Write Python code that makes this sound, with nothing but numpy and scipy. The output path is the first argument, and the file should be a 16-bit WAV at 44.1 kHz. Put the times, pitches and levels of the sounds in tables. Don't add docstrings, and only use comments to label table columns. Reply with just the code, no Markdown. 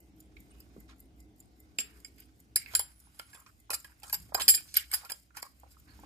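import sys
import numpy as np
from scipy import signal
from scipy.fft import rfft, irfft, next_fast_len
from scipy.io import wavfile
from scipy.ndimage import uniform_filter1d, minimum_filter1d

SR = 44100
rng = np.random.default_rng(int(sys.argv[2]) if len(sys.argv) > 2 else 0)


def volts_from_decibels(level):
    exponent = np.asarray(level, float) / 20
    return 10 ** exponent


def file_out(sig):
    cols = np.atleast_2d(sig).T
    lim = np.clip(cols, -1, 1)
    pcm = np.round(lim * 32767).astype(np.int16)
    wavfile.write(sys.argv[1], SR, pcm)


N = 266805

# (frequency [Hz], level [dB], time to fall 60 dB [s])
LID_MODES = [(4600, -18, .04), (4930, -5, .065), (4975, -1, .065), (6358, -26, .1), (7251, -20, .15),
             (7413, 1, .17), (7455, -12, .1), (8300, -17, .045), (8700, -20, .06), (9243, -20, .08),
             (9790, -22, .08), (10100, -17, .04), (10588, -2, .14), (10702, -7, .12), (11720, -2, .1),
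             (11840, -4, .07), (12260, -15, .05), (12500, -12, .025), (13220, -22, .06), (14445, -9, .13),
             (14630, -14, .06)]
# (frequency [Hz], level [dB per Hz])
METAL_SHEEN = [(1500, -42.5), (3000, -21), (4900, -3.5), (6200, -10), (7500, -3.5), (11000, -6),
               (14500, -6), (15500, -9), (16600, -55.5)]
# (time [s], peak [dB], clatter
# [dB], upper ring [dB], how freely the lid rings [0-1])
SNAPS = [(1.786, -20.5, -14, -23, 0.23), (1.802, -26.5, -13.5, -28, 0.74), (1.808, -50.5, 41.5, -26, 0.7),
         (2.047, -36.5, -7.5, -28, 0.43), (2.559, -8.5, -28.5, -9, 0.15),
         (2.562, -15.5, -16.5, -17.5, 0.32), (2.751, -7, -15.5, -11.5, 0.32),
         (4.417, -23.5, -15.5, -23.5, 1), (4.481, -3, -19, -31.5, 0.26), (4.486, -7, -21.5, -12.5, 0.4),
         (4.493, -10, -16, -12.5, 0.4), (4.500, -14, -27.5, -24, 0), (4.54, -21, -14.5, -41, 0.7),
         (4.548, -16, -32.5, -9, 0.6), (4.575, -30.5, -9.5, -18.5, 1), (2.793, -17, -21.5, -10, 0.87),
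         (4.128, -18, -16.5, -5.5, 1), (4.741, -24.5, -20, -17, 0.5), (4.766, -16, -5.5, -4.5, 0.89),
         (4.769, -9.5, -51, -1, 0), (4.914, -30.5, -1, -2.5, 0.88), (4.931, -25, -54, -13, 0.7),
         (4.937, -16, -16, -16, 0.6), (4.943, -16.5, -21, -1, 0.36)]
# (time [s], peak [dB], hollow [dB],
# how freely the lid rings [0-1])
KNOCKS = [(2.182, -52.5, -54, 1), (2.736, -33, 8.5, 1), (4.607, -41, -12, 0), (3.146, -53, -15.5, 1),
          (3.196, -28.5, -1.5, 0.09), (3.33, -45.5, -2.5, 1), (3.346, -40, -13, 0.9),
          (3.462, -44.5, 12.5, 0.68), (3.474, -99, 0, 0.5), (3.704, -20.5, -11.5, 0.17),
          (3.712, -25, -15.5, 1), (3.732, -26.5, -7.5, 0.2), (3.742, -23, -16, 0.58),
          (3.845, -38, -7.5, 0.5), (4.021, -49.5, 0, 1), (4.032, -36, -9.5, 1), (4.097, -31.5, -15, 0.5),
          (4.202, -52, -22, .6), (4.142, -25, -15, 0.46), (4.346, -10.5, -17, 0.19),
          (4.398, -21.5, -7, 0.2), (4.41, -21.5, -11, 0), (5.049, -35, -13, 1), (5.098, -29.5, -13, 0.9),
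          (5.102, -36.5, -10, 1), (5.119, -19.5, -21, 0.14), (5.369, -30, -10.5, 0.56),
          (5.381, -39.5, -12, 1), (5.428, -23.5, -10, 0), (5.707, -57, -16, 0.96)]
LID_RING_ON = 1.136
STIR_WIDTH_HZ = 25


def evened(x):
    return x / np.sqrt(np.mean(x ** 2) + 1e-20)


def by_attack(x):
    return x / np.sqrt(np.mean(x[:350] ** 2) + 1e-20)


def peaked(x):
    return x / abs(x).max()


def dying(t, t60):
    return volts_from_decibels(-60 * t / t60)


def faded_end(t):
    return np.minimum((t[-1] - t) / .03, 1)


def read(points, hz, axis=1):
    rows = np.array(points)
    return np.interp(np.log(hz + 1), np.log(rows[:, 0] + 1), rows[:, axis])


def curve(rows):
    rows = np.array(rows)
    return np.interp(np.arange(N) / SR, rows[:, 0], rows[:, 1])


def add(mix, s, sound):
    part = mix[max(round(s * SR), 0):][:len(sound)]
    part += sound[:len(part)]


def resonate(x, hz, width):
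    return signal.lfilter(*signal.iirpeak(min(hz, .49 * SR), max(hz / width, .3), SR), x)


def body(x, peaks):
    return sum(volts_from_decibels(db) * resonate(resonate(x, hz, w), hz, 2 * w) for hz, w, db in peaks)


def shifted(peaks, spread):
    draws = rng.standard_normal((len(peaks), 2))
    return [(hz * np.exp(spread * a), w, db + 2.5 * b) for (hz, w, db), (a, b) in zip(peaks, draws)]


def coloured(x, points):
    size = x.shape[-1]
    return irfft(rfft(x) * volts_from_decibels(read(points, np.fft.rfftfreq(size, 1 / SR))), size)


def ring(modes, t, free, spread_db):
    hz, db, t60 = np.transpose(modes)[:, :, None]
    weight, detune = rng.standard_normal((len(modes), 2)).T[:, :, None]
    rise = 1 - np.exp(-t / .0003)
    shape = volts_from_decibels(db + spread_db * weight) * np.exp(-np.log(1000) / (t60 * free) * t) * rise
    return shape * np.sin(2 * np.pi * hz * (1 + .0015 * detune) * t)


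def air():
    # (frequency [Hz], level [dB per Hz])
    hiss_spectrum = [(15, -31), (25, -19.5), (70, -8.5), (177, -10), (304, -16), (445, -32), (524, -25.5),
                     (687, -20), (1060, -27), (1780, -29.5), (2090, -27), (3320, -30), (13300, -36),
                     (14800, -47), (16500, -48.5)]
    # (frequency [Hz], correlation [-1 to 1])
    likeness = [(60, 0.63), (150, 0.89), (380, 0.73), (950, -1.1), (2380, 0.064), (5980, 0.22),
                (15000, -1.7)]
    # (time [s], level [dB])
    drone_level = [(0.0, -59.5), (0.66, -58), (2.7, -65), (2.85, -71.5), (4.08, -71.5), (4.48, -58.5),
                   (4.73, -74), (5.73, -73.5), (6.05, -55)]
    # (frequency [Hz], width [Hz], level [dB])
    drone_tones = [(265.4, 32, 6), (304.8, 13, 9.5), (413, 12, 1), (209, 90, 4.5), (700, 88, -8.5)]
    # (time [s], level [dB])
    rumble_level = [(0.0, -61.5), (0.57, -60), (2.39, -65), (2.78, -59), (2.95, -68), (4.04, -65),
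                    (4.21, -57), (5.37, -72), (6.05, -58)]
    # (frequency [Hz], width [Hz], level [dB])
    whine_bands = [(14400, 50, -90)]
    frames, hz = N // 512 + 5, np.fft.rfftfreq(2048, 1 / SR)
    a, b, c, d, patches = rng.standard_normal((frames, 1025, 5)).T
    patches = evened(uniform_filter1d(uniform_filter1d(patches, 20, 0), 8, 1))
    same = np.clip(read(likeness, hz), -1, 1)[:, None]
    left = a + 1j * b
    right = same * left + np.sqrt(1 - same ** 2) * (c + 1j * d)
    z = np.array([left, right]) * volts_from_decibels(read(hiss_spectrum, hz)[:, None] + 2.5 * patches)
    tone = volts_from_decibels(-69.5) * evened(signal.istft(z, nperseg=2048, noverlap=1536)[1][:, :N])
    noise = rng.standard_normal((3, N))
    noise = noise[0] + 0.35 * noise[1:]
    drone = volts_from_decibels(curve(drone_level) - 3.0) * evened(body(noise, drone_tones))
    rumble = volts_from_decibels(curve(rumble_level) + 2.5) * evened(body(noise, [(61.5, 14, 1.5), (103.0, 23, -8.5)]))
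    whine = sum(volts_from_decibels(db) * evened(body(noise, [(f, w, 0)])) for f, w, db in whine_bands)
    return tone + drone + rumble + whine


def settling():
    kicks = np.zeros(N)
    for s, db, *_ in SNAPS + KNOCKS:
        add(kicks, s, volts_from_decibels([db / 2 - 50]))
    return signal.lfilter([1], [1, -dying(1 / SR, 0.35)], kicks)


def rubbing():
    # (time [s], level [dB])
    grip = [(0, -88.5), (.5, -72), (.85, -74.5), (1.2, -87.5), (1.75, -77.5), (1.97, -71), (2.4, -82.5),
            (2.6, -80), (2.73, -54.5), (2.9, -76.5), (3.3, -67.5), (3.5, -89), (4.1, -72.5), (4.5, -65.5),
            (4.82, -76), (4.97, -55), (5.22, -90.5), (6.05, -64)]
    # (frequency [Hz], level [dB per Hz])
    skin_spectrum = [(290, -32), (500, -15), (949, -6.5), (1380, -2), (2010, -7.5), (2220, -6), (2620, -9),
                     (7000, -12.5), (9100, -43.5), (15400, -120)]
    clumps = evened(uniform_filter1d(rng.standard_normal((2, N)), 700))
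    bursts = np.minimum(rng.exponential(1, N), 4)
    grains = rng.standard_normal((2, N)) * volts_from_decibels(3.0 * clumps + 1.5 * bursts)
    stirred = sum(volts_from_decibels(db) * resonate(grains[1], hz, 2 / t60 + STIR_WIDTH_HZ) for hz, db, t60 in LID_MODES)
    whisper = evened(coloured(grains[1], METAL_SHEEN)) + volts_from_decibels(-7.5) * evened(stirred)
    grip_db = curve(grip)
    skin = volts_from_decibels(grip_db - 1) * evened(coloured(grains[0], skin_spectrum))
    return skin + (volts_from_decibels(grip_db - 6) + settling()) * whisper


def bump(db, hz):
    t, t60 = np.arange(4000) / SR, 0.0086 + 5 / hz
    push = rng.standard_normal(len(t)) * dying(t, 2.1 * t60) * np.minimum(t / 0.00042, 1)
    sound = body(push, [(hz, 2.1 / t60 + 0.17 * hz, 0), (1.4 * hz, 1.0 * hz, -12)])
    soft = signal.butter(4, 1.8 * hz, fs=SR, output="sos")
    return volts_from_decibels(db) * peaked(signal.sosfilt(soft, sound))


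def scrape(length, db, hz, width):
    size = round(length * SR)
    noise, lumps = rng.standard_normal((2, 30000))[:, :size]
    rubbed = body(noise * volts_from_decibels(3.0 * evened(uniform_filter1d(lumps, 200))), [(hz, width, 0)])
    return volts_from_decibels(db) * evened(rubbed) * signal.windows.tukey(size, .5) * np.linspace(1.2, .7, size)


def slide(length, db, hz):
    return scrape(length, db, hz, min(0.61 * hz * (hz / 1500) ** 0.42, SR / 8))


def drag(length, db):
    size = round(length * SR)
    noise, grit = rng.standard_normal((2, 6000))
    grains = noise * volts_from_decibels(1.4 * grit) * np.pad(np.hanning(size), (0, 6000 - size))
    stirred = sum(volts_from_decibels(v) * resonate(grains, hz, 2 / t60 + 4 * STIR_WIDTH_HZ) for hz, v, t60 in LID_MODES)
    sound = evened(coloured(grains, METAL_SHEEN)) + volts_from_decibels(-1.5) * evened(stirred)
    return volts_from_decibels(db) * sound / np.sqrt(np.mean(sound[:size] ** 2))


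def escapement():
    # (time from the drop [s], level [dB], pitch factor)
    beat_steps = [
        (-.043, -20, 1.0),
        (-.022, -19, 1.02),
        (-.010, -14, .99),
        (0, 0, 1.0),
        (.0025, -5, .98),
        (.02, -20, .7),
        (.052, -22, .68),
    ]
    # (frequency [Hz], level [dB], time to fall 60 dB [s])
    plate_modes = [(4845, -26, .05), (7200, -12, .05), (8950, -22, .03), (10640, -16, .022),
                   (12650, -1, .016), (13520, -2, .022), (14700, -14, .02)]
    # (time [s], peak [dB])
    openness = [(.1, -43.5), (.65, -42.5), (1.2, -42), (1.5, -41.5), (1.95, -43.5), (2.3, -38.5),
                (3.0, -48), (3.5, -43.5), (6.05, -46.5)]
    first_beat_s, beat_s, beats = .0032, .19983, 31
    tock_db, spread_db, hum_lead_s = -6, .8, .02
    out, t, slow = np.zeros(N), np.arange(2400) / SR, np.arange(8000) / SR
    for k, s in enumerate(first_beat_s + beat_s * np.arange(beats)):
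        tock = 1 - k % 2
        db = np.interp(s, *np.transpose(openness)) + tock * tock_db + spread_db * rng.standard_normal()
        haze = coloured(rng.standard_normal(5000), METAL_SHEEN) * signal.windows.tukey(5000, .4)
        add(out, s - .047, volts_from_decibels(-81.0) * evened(haze))
        hum = ring([(2065, 0, .33)], slow, 1, 1.5)[0] * np.minimum(slow / hum_lead_s, 1)
        damped_db = 0 if .3 < s < 1.9 else -9
        add(out, s - hum_lead_s, volts_from_decibels(-60 + (1.5 - tock) * -9 + damped_db) * hum)
        for delay, step_db, pitch in beat_steps:
            size = 6 if step_db > -10 else 220
            touch = rng.standard_normal(size) * np.hanning(size + 2)[1:-1]
            fizz = rng.standard_normal(len(t)) * volts_from_decibels(-1) * dying(t, .024) * np.minimum(t / .0003, 1)
            fizz = np.diff(coloured(fizz, METAL_SHEEN), prepend=0)
            tap = ring(plate_modes, t * pitch, .7, 3.0).sum(0) + fizz
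            tap = signal.oaconvolve(tap, touch)
            add(out, s + delay, volts_from_decibels(db + step_db + spread_db * rng.standard_normal()) * peaked(tap))
    return out


def ping(db, hz, free):
    t = np.arange(8192) / SR
    near = np.exp(-.5 * (np.log(np.array(LID_MODES)[:, 0] / hz) / 0.038) ** 2)
    modes = ring(LID_MODES, t, LID_RING_ON * np.clip(free, .08, 1.2), 2.0)
    sound = near @ modes * (1 - np.exp(-t / 0.00059))
    return volts_from_decibels(db) * peaked(sound) * faded_end(t)


def blow(db, hollow_db, clatter_db, upper_db, free):
    # (frequency [Hz], width [Hz], level [dB])
    hollow_peaks = [(845, 440, -11.5), (1450, 90, -4), (470, 1100, -23)]
    # (frequency [Hz], width [Hz], level [dB])
    clatter_peaks = [(1762, 410, 2), (2300, 300, 3), (3106, 398, 0.5), (4203, 2630, -7)]
    t, free = np.arange(8192) / SR, np.clip(free, .08, 1.2)
    grit = rng.standard_normal((2, len(t)))
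    chatter = grit[0] * volts_from_decibels(2.0 * grit[1]) * dying(t, 0.089 * free) * np.minimum(t / 0.00028, 1)
    strike = chatter[:500] * dying(t[:500], .0015)
    modes = ring(LID_MODES, t, LID_RING_ON * free ** .8, 2.5)
    upper = np.array(LID_MODES)[:, 0] > 9000
    lower_ring = signal.oaconvolve(modes[~upper].sum(0), strike)[:len(t)]
    upper_ring = signal.oaconvolve(modes[upper].sum(0), strike)[:len(t)]
    crack = coloured(chatter * (dying(t, .035) + volts_from_decibels(-14)), METAL_SHEEN)
    rattle = volts_from_decibels(1.5 * evened(uniform_filter1d(grit[1], 90)))
    rings = rattle * (volts_from_decibels(-16) * by_attack(lower_ring) + volts_from_decibels(upper_db) * by_attack(upper_ring))
    metal = rings + volts_from_decibels(-10) * by_attack(crack)
    hollow = body(chatter, shifted(hollow_peaks, .1))
    clatter = body(chatter, shifted(clatter_peaks, .05))
    sound = metal + volts_from_decibels(hollow_db) * by_attack(hollow) + volts_from_decibels(clatter_db) * by_attack(clatter)
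    return volts_from_decibels(db) * peaked(sound) * faded_end(t)


def knock(db, hollow_db, free):
    return blow(db, hollow_db, hollow_db - 0.5, -15, free)


def snap(db, clatter_db, upper_db, free):
    return blow(db, -32.5, clatter_db, upper_db, free)


def pair(x):
    # (frequency [Hz], left minus right [dB], left lead [rad], phase ripple [rad])
    ports = [(300, 0, 0, .1), (800, -3, -.4, .4), (1300, -5, -1.6, .9), (2000, -8, -4.0, .8),
             (3200, -4, -6.6, .9), (4900, -6, -10.4, .6), (6300, -2, -12.3, .5), (7400, 0, -12.6, .3),
             (10500, 0, -13.0, .2), (14000, 0, -13.5, .3)]
    lead_s = .0004
    size = next_fast_len(N + 4096)
    hz = np.fft.rfftfreq(size, 1 / SR)
    ripple = np.interp(hz, np.linspace(0, SR / 2, 120), rng.standard_normal(120))
    turn = read(ports, hz, axis=2) + 3.67 * read(ports, hz, axis=3) * ripple
    half_db = read(ports, hz) / 2
    ahead = (size - np.arange(size)) / SR * (np.arange(size) > size // 2)
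    left = irfft(np.exp(1j * turn) * volts_from_decibels(half_db), size) * np.exp(-(ahead / lead_s / 2) ** 4)
    both = np.array([rfft(left) * volts_from_decibels(1.5), volts_from_decibels(-half_db)])
    return irfft(rfft(x, size) * both, size)[:, :N]


def room(x):
    # (frequency [Hz], time to fall 60 dB [s])
    echo_times = [(300, 0.2), (4000, 0.28), (15000, 0.014)]
    hz, t, z = signal.stft(rng.standard_normal((2, SR // 2)), SR, nperseg=256)
    tail = signal.istft(z * dying(t, read(echo_times, hz)[:, None]), SR, nperseg=256)[1]
    tail *= np.minimum(np.arange(tail.shape[1]) / 300, 1)
    return signal.fftconvolve(x[None], tail / np.linalg.norm(tail[0]), axes=1)[:, :N]


def scene():
    # (time [s], peak [dB], pitch [Hz])
    bumps = [(.367, -44.5, 2300), (.368, -54, 3900), (.762, -41.5, 370), (.764, -55, 920),
             (1.786, -39, 594), (1.786, -20.5, 2680), (.775, -46, 192), (1.787, -45.5, 250),
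             (2.66, -37, 2230), (2.684, -43.5, 2000), (2.795, -30.5, 970), (4.13, -32, 899),
             (3.07, -59, 946), (3.695, -39, 804), (4.041, -50, 810), (4.292, -56, 700), (4.321, -37.5, 830),
             (4.347, -41, 477), (4.349, -27.5, 784), (4.385, -31.5, 994), (5.305, -54.5, 1440),
             (5.349, -49, 1394), (5.468, -66, 980), (5.633, -45, 769), (5.661, -58.5, 752),
             (5.768, -51.5, 1208), (5.99, -48.5, 880), (6.034, -42, 870)]
    # (time [s], length [s], level [dB], pitch [Hz])
    slides = [(.875, 0.065, -63.5, 3420), (.88, 0.07, -63.5, 1370), (1.82, 0.2, -67, 1570),
              (2.17, 0.072, -64, 2300), (2.69, 0.036, -60, 2060), (2.8, 0.15, -69, 1560),
              (3.2, 0.035, -65, 1300), (3.35, 0.095, -63, 1164), (3.86, 0.086, -67, 1390),
              (4.05, 0.046, -63, 960), (4.355, 0.07, -42.5, 970), (4.4, 0.026, -34, 3360),
              (4.75, 0.025, -38.5, 3600), (4.775, 0.086, -57.5, 2970), (4.92, 0.033, -64, 3770),
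              (4.925, 0.032, -43, 1160), (5.015, 0.041, -56, 1240), (5.09, 0.021, -51, 2920),
              (5.335, 0.087, -61, 1514), (5.34, 0.045, -65, 7030), (4.66, 0.17, -58.5, 5100),
              (4.045, 0.11, -55.5, 7960), (5.43, 0.052, -55, 1004), (5.86, 0.096, -66.5, 1460)]
    # (time [s], length [s], level [dB], pitch [Hz], width [Hz])
    squeaks = [
        (1.7, 0.59, -73.5, 400, 69),
        (2.655, 0.056, -55, 2150, 220),
        (4.15, .13, -63, 170, 36),
        (3.2, 0.49, -83.5, 7100, 620),
        (.49, 0.19, -77.5, 2580, 89),
        (.49, 0.17, -77, 2900, 94),
        (0.5, 0.025, -66, 8900, 910),
    ]
    # (time [s], peak [dB], pitch of the ringing tones [Hz], how freely they ring [0-1])
    pings = [(1.786, -23.5, 7400, 0.36), (1.786, -35.5, 10600, 0.1), (1.803, -25.5, 7400, 0.25),
             (1.803, -38.5, 11100, 0.32), (2.046, -61.5, 10600, 0.8), (2.559, -19, 10600, 0.51),
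             (2.562, -27, 7400, 0.43), (2.750, -16.5, 10700, 0.62), (2.751, -16.5, 7400, 0.22),
             (2.794, -18.5, 10340, 0.2), (4.127, -23.5, 12400, 1), (4.349, -35, 7400, 0.74),
             (4.416, -34, 10850, 0.95), (4.420, -27, 7400, 0.65), (4.487, -12, 10900, 0.78),
             (4.489, -13, 11900, 0.8), (4.494, -13, 7400, 0.92), (4.504, -20.5, 14450, 0.5),
             (4.546, -26, 7400, 0.56), (4.547, -23, 10550, 0.54), (4.769, -9.5, 11900, 0.25),
             (4.942, -31, 10600, 0.3)]
    # (time [s], length [s], level [dB])
    drags = [(2.559, 0.021, -35), (4.394, 0.043, -42), (4.484, 0.035, -26.5), (4.539, 0.026, -30),
             (4.915, 0.055, -41), (3.7, 0.072, -47.5), (4.74, 0.043, -50)]
    # (time [s], peak [dB], pitch of the ringing tones [Hz], how
    more_pings = [(.605, -53.5, 4900, 0.8), (1.787, -46, 4900, 1), (2.046, -44.5, 7400, 0.42),
                  (2.047, -51, 10800, 0.5), (2.047, -40.5, 4900, 1), (2.56, -43, 14500, .9),
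                  (2.561, -26.5, 5000, .9), (2.752, -28.5, 14500, 0.7), (2.795, -34.5, 14500, .5),
                  (4.348, -28, 14500, 0.4), (4.348, -27, 11750, .3), (4.349, -22, 4950, 0.7),
                  (4.418, -28, 4950, 1), (4.486, -15, 4950, 1), (4.487, -33, 14450, 1),
                  (4.548, -19.5, 4950, 0.5), (4.548, -28, 11940, .6), (4.55, -41, 14450, 1.01),
                  (4.555, -32, 7400, 0.6), (4.741, -37, 9150, 0.5), (4.77, -23, 4900, 0.75),
                  (4.77, -23.5, 8570, 0.6), (4.778, -46, 11750, 1.1), (4.915, -35, 14500, .5),
                  (4.915, -30, 8500, 0.23), (4.938, -27, 4950, 0.5), (4.938, -26, 14600, 0.5),
                  (4.946, -37, 10750, 1), (5.104, -38.5, 10700, 0.77), (5.12, -44, 10920, 0.5),
                  (5.12, -32, 4870, 0.73), (3.705, -31, 10800, 0.9), (4.13, -43, 7350, 0.9),
                  (4.13, -40.5, 14500, 0.6)]
    # (time [s], length [s], level [dB], pitch [Hz], width [Hz])
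    rasps = [(2.558, .03, -44, 2250, 500), (2.58, .08, -56, 2250, 500), (4.78, .07, -54, 1900, 500),
             (4.93, .03, -44, 2000, 1200), (4.03, .09, -62, 1330, 200), (3.46, .05, -62, 1330, 300),
             (4.775, .03, -44, 3100, 500), (1.787, .03, -44, 6100, 900), (5.36, .04, -56, 1450, 200),
             (5.87, .1, -70, 4400, 300), (5.02, .05, -60, 800, 300), (2.62, .13, -62, 14500, 150),
             (2.58, .07, -60, 8500, 500), (4.39, .09, -50, 14500, 150), (4.345, .016, -35, 780, 300),
             (2.17, .08, -68, 4900, 200), (3.12, .36, -66, 10660, 160), (2.84, .3, -67, 10660, 160),
             (3.3, .12, -66, 7420, 60)]
    # (time [s], length [s], level [dB])
    creeps = [(4.336, .014, -58), (3.188, .016, -48), (3.728, .032, -35), (5.36, .016, -56),
              (5.418, .018, -46), (4.35, .05, -50), (1.786, .03, -45), (2.75, .03, -40), (5.69, .06, -66),
              (4.77, .07, -50), (5.1, .014, -45), (4.126, .035, -36)]
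    near = np.zeros((4, N))
    near[0] = escapement() + rubbing()
    for table, source in [(SNAPS, snap), (KNOCKS, knock), (bumps, bump), (slides, slide), (squeaks, scrape),
                          (pings, ping), (drags, drag)]:
        for k, (s, *row) in enumerate(table):
            add(near[k % 3], s, source(*row))
    mix = sum(pair(x) for x in near[:3]) + volts_from_decibels(-14.5) * room(near.sum(0)) + air()
    for table, source in [(more_pings, ping), (rasps, scrape), (creeps, drag)]:
        for s, *row in table:
            add(near[3], s, source(*row))
    return mix + pair(near[3])


def thinned(x):
    hz, _, z = signal.stft(x, SR, nperseg=512)
    bands = (abs(z[:, :256]) ** 2).mean(0).reshape(64, 4, -1).mean(1)
    level_db = 10 * np.log10(abs(uniform_filter1d(bands, size=5, axis=1)) + 1e-20)
    loud_db = -minimum_filter1d(-level_db, size=9, axis=0)
    chance = rng.standard_normal(level_db.shape[::-1])
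    chance = evened(uniform_filter1d(chance, size=10, axis=0)).T
    under = loud_db - 21 + 7.0 * chance - level_db
    cut_db = -25 / (1 + np.exp(-np.clip(2 * under, -30, 30)))
    cut_db = np.pad(np.repeat(cut_db, 4, axis=0), ((0, 1), (0, 0))) * (hz[:, None] > 2500)
    return signal.istft(z * volts_from_decibels(cut_db), SR, nperseg=512)[1][:, :N]


def top_cut(x):
    return signal.sosfilt(signal.butter(12, 16650, fs=SR, output="sos"), x)


def record(dry):
    # (frequency [Hz], level [dB])
    mic_response = [(20, -14), (45, -2), (70, 0), (14900, 0), (15400, -11), (16500, -17), (16800, -90)]
    mix = thinned(coloured(dry, mic_response))
    return top_cut(mix)


dry = scene()
out = record(dry)
file_out(out)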